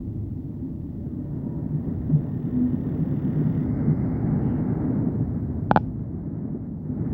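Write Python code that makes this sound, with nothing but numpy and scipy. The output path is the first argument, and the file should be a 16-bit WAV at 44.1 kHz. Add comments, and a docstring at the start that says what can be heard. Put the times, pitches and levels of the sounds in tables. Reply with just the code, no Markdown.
"""Inside a railcar in the woods

Rail roughness excites the wheels, which rumble through the floor, while the rails' roar swells and
fades. The running gear jolts, steel rings, and brief low booms sound in the cabin.
The engine's periodic firing makes a drone and a faint buzz until power is cut. Near the end
something hard knocks three times, very quickly and close by, on a damped hollow body."""
import sys
import numpy as np
from scipy import signal
from scipy.fft import rfft, irfft, next_fast_len
from scipy.io import wavfile
from scipy.ndimage import uniform_filter1d

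SR = 44100
rng = np.random.default_rng(int(sys.argv[2]) if len(sys.argv) > 2 else 0)


def inscribe(sig):
    """Save sig as 16-bit PCM at rate SR to the path in sys.argv[1].

    A 1-D sig is mono; a 2-D sig holds one channel per row.
    Samples are clipped to [-1, 1] before scaling.
    """
    pcm = np.round(np.clip(np.atleast_2d(sig).T, -1, 1) * 32767)
    wavfile.write(sys.argv[1], SR, pcm.astype(np.int16))


N = 314653
TIME = np.arange(N) / SR

# spectra of body shake, floor rumble, rail roar and its upper rush: (frequency [Hz], density [dB])
SHAKE_SPECTRUM = [(15, -30.5), (33, -15), (46, -11), (65, -3), (85, 0), (105, -0.5), (135, -19.5)]
RUMBLE_SPECTRUM = [(85, -21), (112, -0.5), (135, 0), (160, 3), (185, -3), (210, 0), (228, -4), (252, 1.5),
                   (280, -4), (335, -10), (400, -18), (470, -25.5), (620, -41.5)]
ROAR_SPECTRUM = [(300, -9), (400, 7), (470, 2.5), (545, -2.5), (580, 2), (630, -1.5), (810, -5.5),
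                 (960, -9), (1150, -16), (1500, -34)]
RUSH_SPECTRUM = [(900, -19.5), (1180, 2), (1380, 2), (1700, -1.5), (2000, -4.5), (2230, -11), (2480, -22.5),
                 (2800, -24), (3300, -33), (4900, -35.5), (6500, -47.5), (9000, -59)]
# stronger shaking on uneven track: (crest time [s], half length [s], added level [dB])
SWAYS = [(0.147, 0.17, 7.5), (2.008, .09, 6.5), (2.805, .15, 4.5), (3.85, 0.32, 6.5), (4.546, .18, 7),
         (5.504, .35, 9), (7.053, 0.18, 6.5)]
RUMBLE_DB, RUMBLE_SLOPE = -29, 0.45
def wheels():
    """Roughness excitation: the rail shakes the body, drums the floor and radiates a roar."""
    patches = walk(rate=35)  # rough patches lift rumble, roar and rush together
    sway_db = sum(db * swell(s, half_s) for s, half_s, db in SWAYS)
    shake_db = -39.5 + sway_db + 0.7 * walk(rate=5)
    shake = steadied(noise(SHAKE_SPECTRUM), window_s=0.11, share=0.22) * undb(shake_db)
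    rumble_db = rolling_db(RUMBLE_DB, RUMBLE_SLOPE) + pull() + .5 * patches  # pull adds up to 1 dB
    rumble = steadied(noise(RUMBLE_SPECTRUM), window_s=0.19, share=0.14) * undb(rumble_db)
    roar_db = rolling_db(usual_db=-47.5, slope=0.7) + 0.54 * patches
    roar = noise(ROAR_SPECTRUM) * undb(roar_db + .7 * walk(rate=14))
    rush_db = rolling_db(usual_db=-64.5, slope=1.004) + patches
    rush = noise(RUSH_SPECTRUM) * undb(rush_db + 0.66 * walk(rate=22))
    return shake + rumble + roar + rush


# rail roughness along the ride, with one long rise and fall: (time [s], level [dB])
ROUGHNESS = [(0, -72), (1.05, -70.5), (1.55, -62.5), (1.85, -62), (3.2, -54.5), (3.5, -52.5), (4.05, -50.5),
             (4.3, -47.5), (4.8, -49.5), (5.4, -58.5), (6.05, -65.5), (6.35, -61), (6.8, -67), (7.05, -56)]
USUAL_ROUGHNESS_DB = -60
def rolling_db(usual_db, slope):
    """Power law: rolling noise gains `slope` dB for each dB of roughness above the usual."""
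    times, levels_db = np.transpose(ROUGHNESS)
    return usual_db + slope * (np.interp(TIME, times, levels_db) - USUAL_ROUGHNESS_DB)


# brief low booms near 153 Hz, with one higher blip early and one lower blip late:
# (crest time [s], frequency [Hz], peak level [dB])
BOOMS = [(.65, 266, -28.5), (1.757, 149.6, -17.5), (1.889, 160, -22.5), (2.147, 153.1, -11.5),
         (3.022, 155.8, -17.5), (3.185, 152.4, -23.5), (3.377, 149, -21.5), (3.472, 156, -16),
         (3.898, 155.1, -12.5), (7.03, 116, -24.5)]
def booms():
    """Amplitude modulation: each low tone swells and dies quickly, wavering in pitch."""
    warped_time = TIME + .025 * np.cumsum(walk(rate=40)) / SR
    return sum(undb(db) * swell(s, half_s=.019) * np.sin(2 * np.pi * hz * warped_time)
               for s, hz, db in BOOMS)


# strong jolts of the running gear: (time [s], level [dB])
JOLTS = [(.68, -32), (1.06, -28.5), (1.468, -28.5), (1.87, -26.5), (2.1, -24.5), (3.418, -26.5),
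         (3.873, -21.5), (4.899, -24.5), (5.017, -22.5), (5.071, -21.5), (5.198, -24), (6.45, -29),
         (6.547, -27)]
# spectrum of a jolt: (frequency [Hz], density [dB])
JOLT_SPECTRUM = [(90, -6.5), (250, 11), (400, -3.5), (560, -11.5), (1000, -28.5), (2000, -46),
                 (3000, -63.5)]
SMALL_JOLTS_PER_S = 3
def jolts():
    """Structure-borne sound: strong jolts and small random ones thud through the floor."""
    onsets = rng.random(N) < SMALL_JOLTS_PER_S / SR
    small_db = rolling_db(RUMBLE_DB, RUMBLE_SLOPE) - 7.5 + 2 * rng.standard_normal(N)
    envelope = fading(blows(JOLTS) + onsets * undb(small_db), t60=.15)
    return coloured(rng.standard_normal(N) * envelope, JOLT_SPECTRUM)


# three quick blows and a very faint fourth: (time [s], relative level [dB])
KNOCKS = [(5.7125, 1), (5.7614, 1.5), (5.773, -3.5), (5.994, -41)]
# frequency response of the hollow, heavily damped body: (frequency [Hz], gain [dB])
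BODY_RESPONSE = [(50, 18), (190, 33), (420, 20), (720, 27.5), (840, 33), (960, 23), (1170, 15), (1480, 21),
                 (1900, 1), (2120, -19), (2330, 4), (2720, -5.5), (3300, -1.5), (4600, -11)]
# spectrum of the rattle after a blow: (frequency [Hz], density [dB])
RATTLE_SPECTRUM = [(2200, 7), (3000, 8), (4200, 0), (5500, 1.5), (6200, -9), (9000, -19)]
def knocks():
    """Impact excitation: each blow sounds the body's impulse response and leaves a thin rattle."""
    hits = blows(KNOCKS)
    thump = signal.fftconvolve(hits, response(BODY_RESPONSE))[:N]
    rattle = undb(-66.5) * noise(RATTLE_SPECTRUM) * fading(hits, t60=.24)
    return thump + rattle


PANEL_HZ, WHEEL_RING_HZ, LOW_RING_HZ = 247, 1830, 578
# resonances of wheel, rail and floor pan, including the three above:
# (crest time [s], half length [s], frequency [Hz], glide [Hz/s], bandwidth [Hz], peak level [dB])
RINGS = [(2.6, 0.17, PANEL_HZ, -0.5, 6, -28), (5.1, .55, 120, 0, 22, -30.5),
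         (3, 1.1, WHEEL_RING_HZ, 0.5, 45, -69), (1.52, 0.16, 950, 0.5, 68, -59.5),
         (1.5, 0.89, LOW_RING_HZ, -0.5, 18, -58.5), (4.4, 0.45, 805, 125, 110, -49.5),
         (3.9, 0.4, 2040, 130.5, 200, -63), (4.5, 0.062, 2820, 0.5, 490, -70),
         (3.85, 0.42, 4850, -200, 600, -83)]
def rings():
    """Random excitation: rolling contact rings steel resonances as narrow bands of noise."""
    out = np.zeros(N)
    for s, half_s, hz, glide, width, db in RINGS:
        phase = 2 * np.pi * np.cumsum(hz + glide * (TIME - s)) / SR
        band = walk(2 * width) * np.cos(phase) + walk(2 * width) * np.sin(phase)
        out += undb(db) * swell(s, half_s) * band
    return out


# engine drone in the cabin: (harmonic number [-], level under power [dB])
DRONE_HARMONICS = [(1, -53.5), (2, -46), (4, -41.5), (7, -43.5), (8, -46), (9, -45)]
# spectra of the engine's buzz and high fizz: (frequency [Hz], density [dB])
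BUZZ_SPECTRUM = [(1650, -13), (1830, 14), (1950, 11), (2300, 0.5), (2600, 3), (3100, 1.5), (3270, -3.5),
                 (3400, 3), (3680, 0.5), (3900, -15), (5350, -17), (5530, -8), (5800, -15.5), (8000, -25.5)]
FIZZ_SPECTRUM = [(9000, -28.5), (12000, -21), (13500, -10.5), (14600, -9.5), (15600, 2), (16000, 4)]
FIRING_HZ, BUZZ_FALL_DB_PER_S, COAST_DRONE_SHARE = 36.55, 40, 0.22
PULL_S, PULL_EASE_S, CUT_S, CUT_FADE_S = 1.55, 1.05, 3.63, 0.087
def engine():
    """Periodic excitation: firings drone and pulse a buzz; coasting leaves only a weaker drone."""
    cycles = TIME * FIRING_HZ
    burst = 0.46 + np.exp(-.5 * ((cycles % 1 - .8) / 0.11) ** 2)  # one pulse per firing
    dying_db = -BUZZ_FALL_DB_PER_S * np.maximum(TIME - CUT_S, 0)
    buzz = unit(noise(BUZZ_SPECTRUM) * (burst + 0.17)) * undb(-80.5 + 19 * pull() + dying_db)
    fizz = unit(noise(FIZZ_SPECTRUM) * burst) * undb(-80.5 + 14.5 * pull() + dying_db)
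    load = np.interp(TIME, [CUT_S, CUT_S + CUT_FADE_S], [1, COAST_DRONE_SHARE])
    drone = np.zeros(N)
    for harmonic, db in DRONE_HARMONICS:  # the ride shakes each one in level and phase
        gain = undb(db + 1.2 * walk(rate=7.4))
        drone += gain * np.sin(2 * np.pi * harmonic * cycles + 1.2 * walk(rate=7))
    return buzz + fizz + load * drone


def pull():
    """Exponential approach: engine effort climbs from 0 at idle towards 1, until power is cut."""
    climb = 1 - np.exp(-np.maximum(TIME - PULL_S, 0) / PULL_EASE_S)
    return climb * np.interp(TIME, [CUT_S, CUT_S + CUT_FADE_S], [1, 0])


# spectrum of the background hiss: (frequency [Hz], density [dB])
HISS_SPECTRUM = [(2000, 4.5), (4000, 2), (6500, -3), (10000, -3.5), (13000, -2), (15500, 4.5)]
def hiss():
    """Broadband noise: a faint, even hiss dips once, late in the ride."""
    dip_db = 7.5 * swell(s=6.45, half_s=.42)
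    return noise(HISS_SPECTRUM) * undb(-77 - dip_db)


def undb(db):
    """Amplitude ratio of a level in decibels."""
    return 10 ** (np.asarray(db) / 20)


def unit(x):
    """Normalisation to rms 1."""
    return x / np.sqrt(np.mean(x ** 2))


def swell(s, half_s):
    """Gaussian envelope with its crest of 1 at time s."""
    return np.exp(-.5 * ((TIME - s) / half_s) ** 2)


def walk(rate):
    """Random modulation: `rate` steps a second, smoothed to a spread near 1."""
    hold = int(SR / rate)
    steps = np.repeat(rng.standard_normal(N // hold + 1), hold)
    return 1.3 * uniform_filter1d(uniform_filter1d(steps, hold), hold)[:N]


def shape(spectrum, size, skirt_db=80):
    """Magnitude response of (Hz, dB) points on an FFT grid, falling away beyond their ends."""
    log_f = np.log(np.arange(size // 2 + 1) * SR / size + 1)
    hz, db = np.transpose(spectrum)
    beyond = np.abs(log_f - np.clip(log_f, np.log(hz[0]), np.log(hz[-1])))
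    return undb(np.interp(log_f, np.log(hz), db) - skirt_db * np.minimum(beyond, 1))


def coloured(x, spectrum):
    """Spectral shaping under which white noise keeps its level."""
    size = 2 * next_fast_len(N // 2 + 4096)
    return irfft(rfft(x, size) * unit(shape(spectrum, size)))[:N]


def noise(spectrum):
    """Gaussian noise of rms 1 with the given spectrum."""
    return unit(coloured(rng.standard_normal(N), spectrum))


def response(spectrum, size=8192):
    """Minimum-phase impulse response, made causal by folding the cepstrum."""
    cepstrum = irfft(np.log(shape(spectrum, size, skirt_db=109.0)))
    cepstrum[1:size // 2] *= 2
    cepstrum[size // 2 + 1:] = 0
    return irfft(np.exp(rfft(cepstrum)))


def steadied(x, window_s, share):
    """Compression: a noise loses a share of its slow chance swells."""
    power = uniform_filter1d(x ** 2, int(window_s * SR)) + 1e-9
    return unit(x / power ** (share / 2))


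def blows(rows):
    """Impulse train with one impulse for each (s, dB) row."""
    out = np.zeros(N)
    for s, db in rows:
        out[int(s * SR)] += undb(db)
    return out


def fading(impulses, t60):
    """Exponential decay: the envelope jumps at each impulse and falls 60 dB in t60 seconds."""
    return signal.lfilter([1], [1, -1000 ** (-1 / (t60 * SR))], impulses + 1e-18)


def scene():
    """Superposition: all sources add in one channel."""
    return (wheels() + jolts() + rings() + booms() + engine() + knocks() + hiss())[None]


def record(dry):
    """Band limiting: a steep low-pass cuts the top treble after a 5 ms fade-in."""
    fade_in = np.minimum(TIME / .005, 1)
    low_pass = signal.ellip(10, .2, 80, 15800, fs=SR, output="sos")
    return signal.sosfilt(low_pass, dry * fade_in)


dry = scene()
out = record(dry)
inscribe(out)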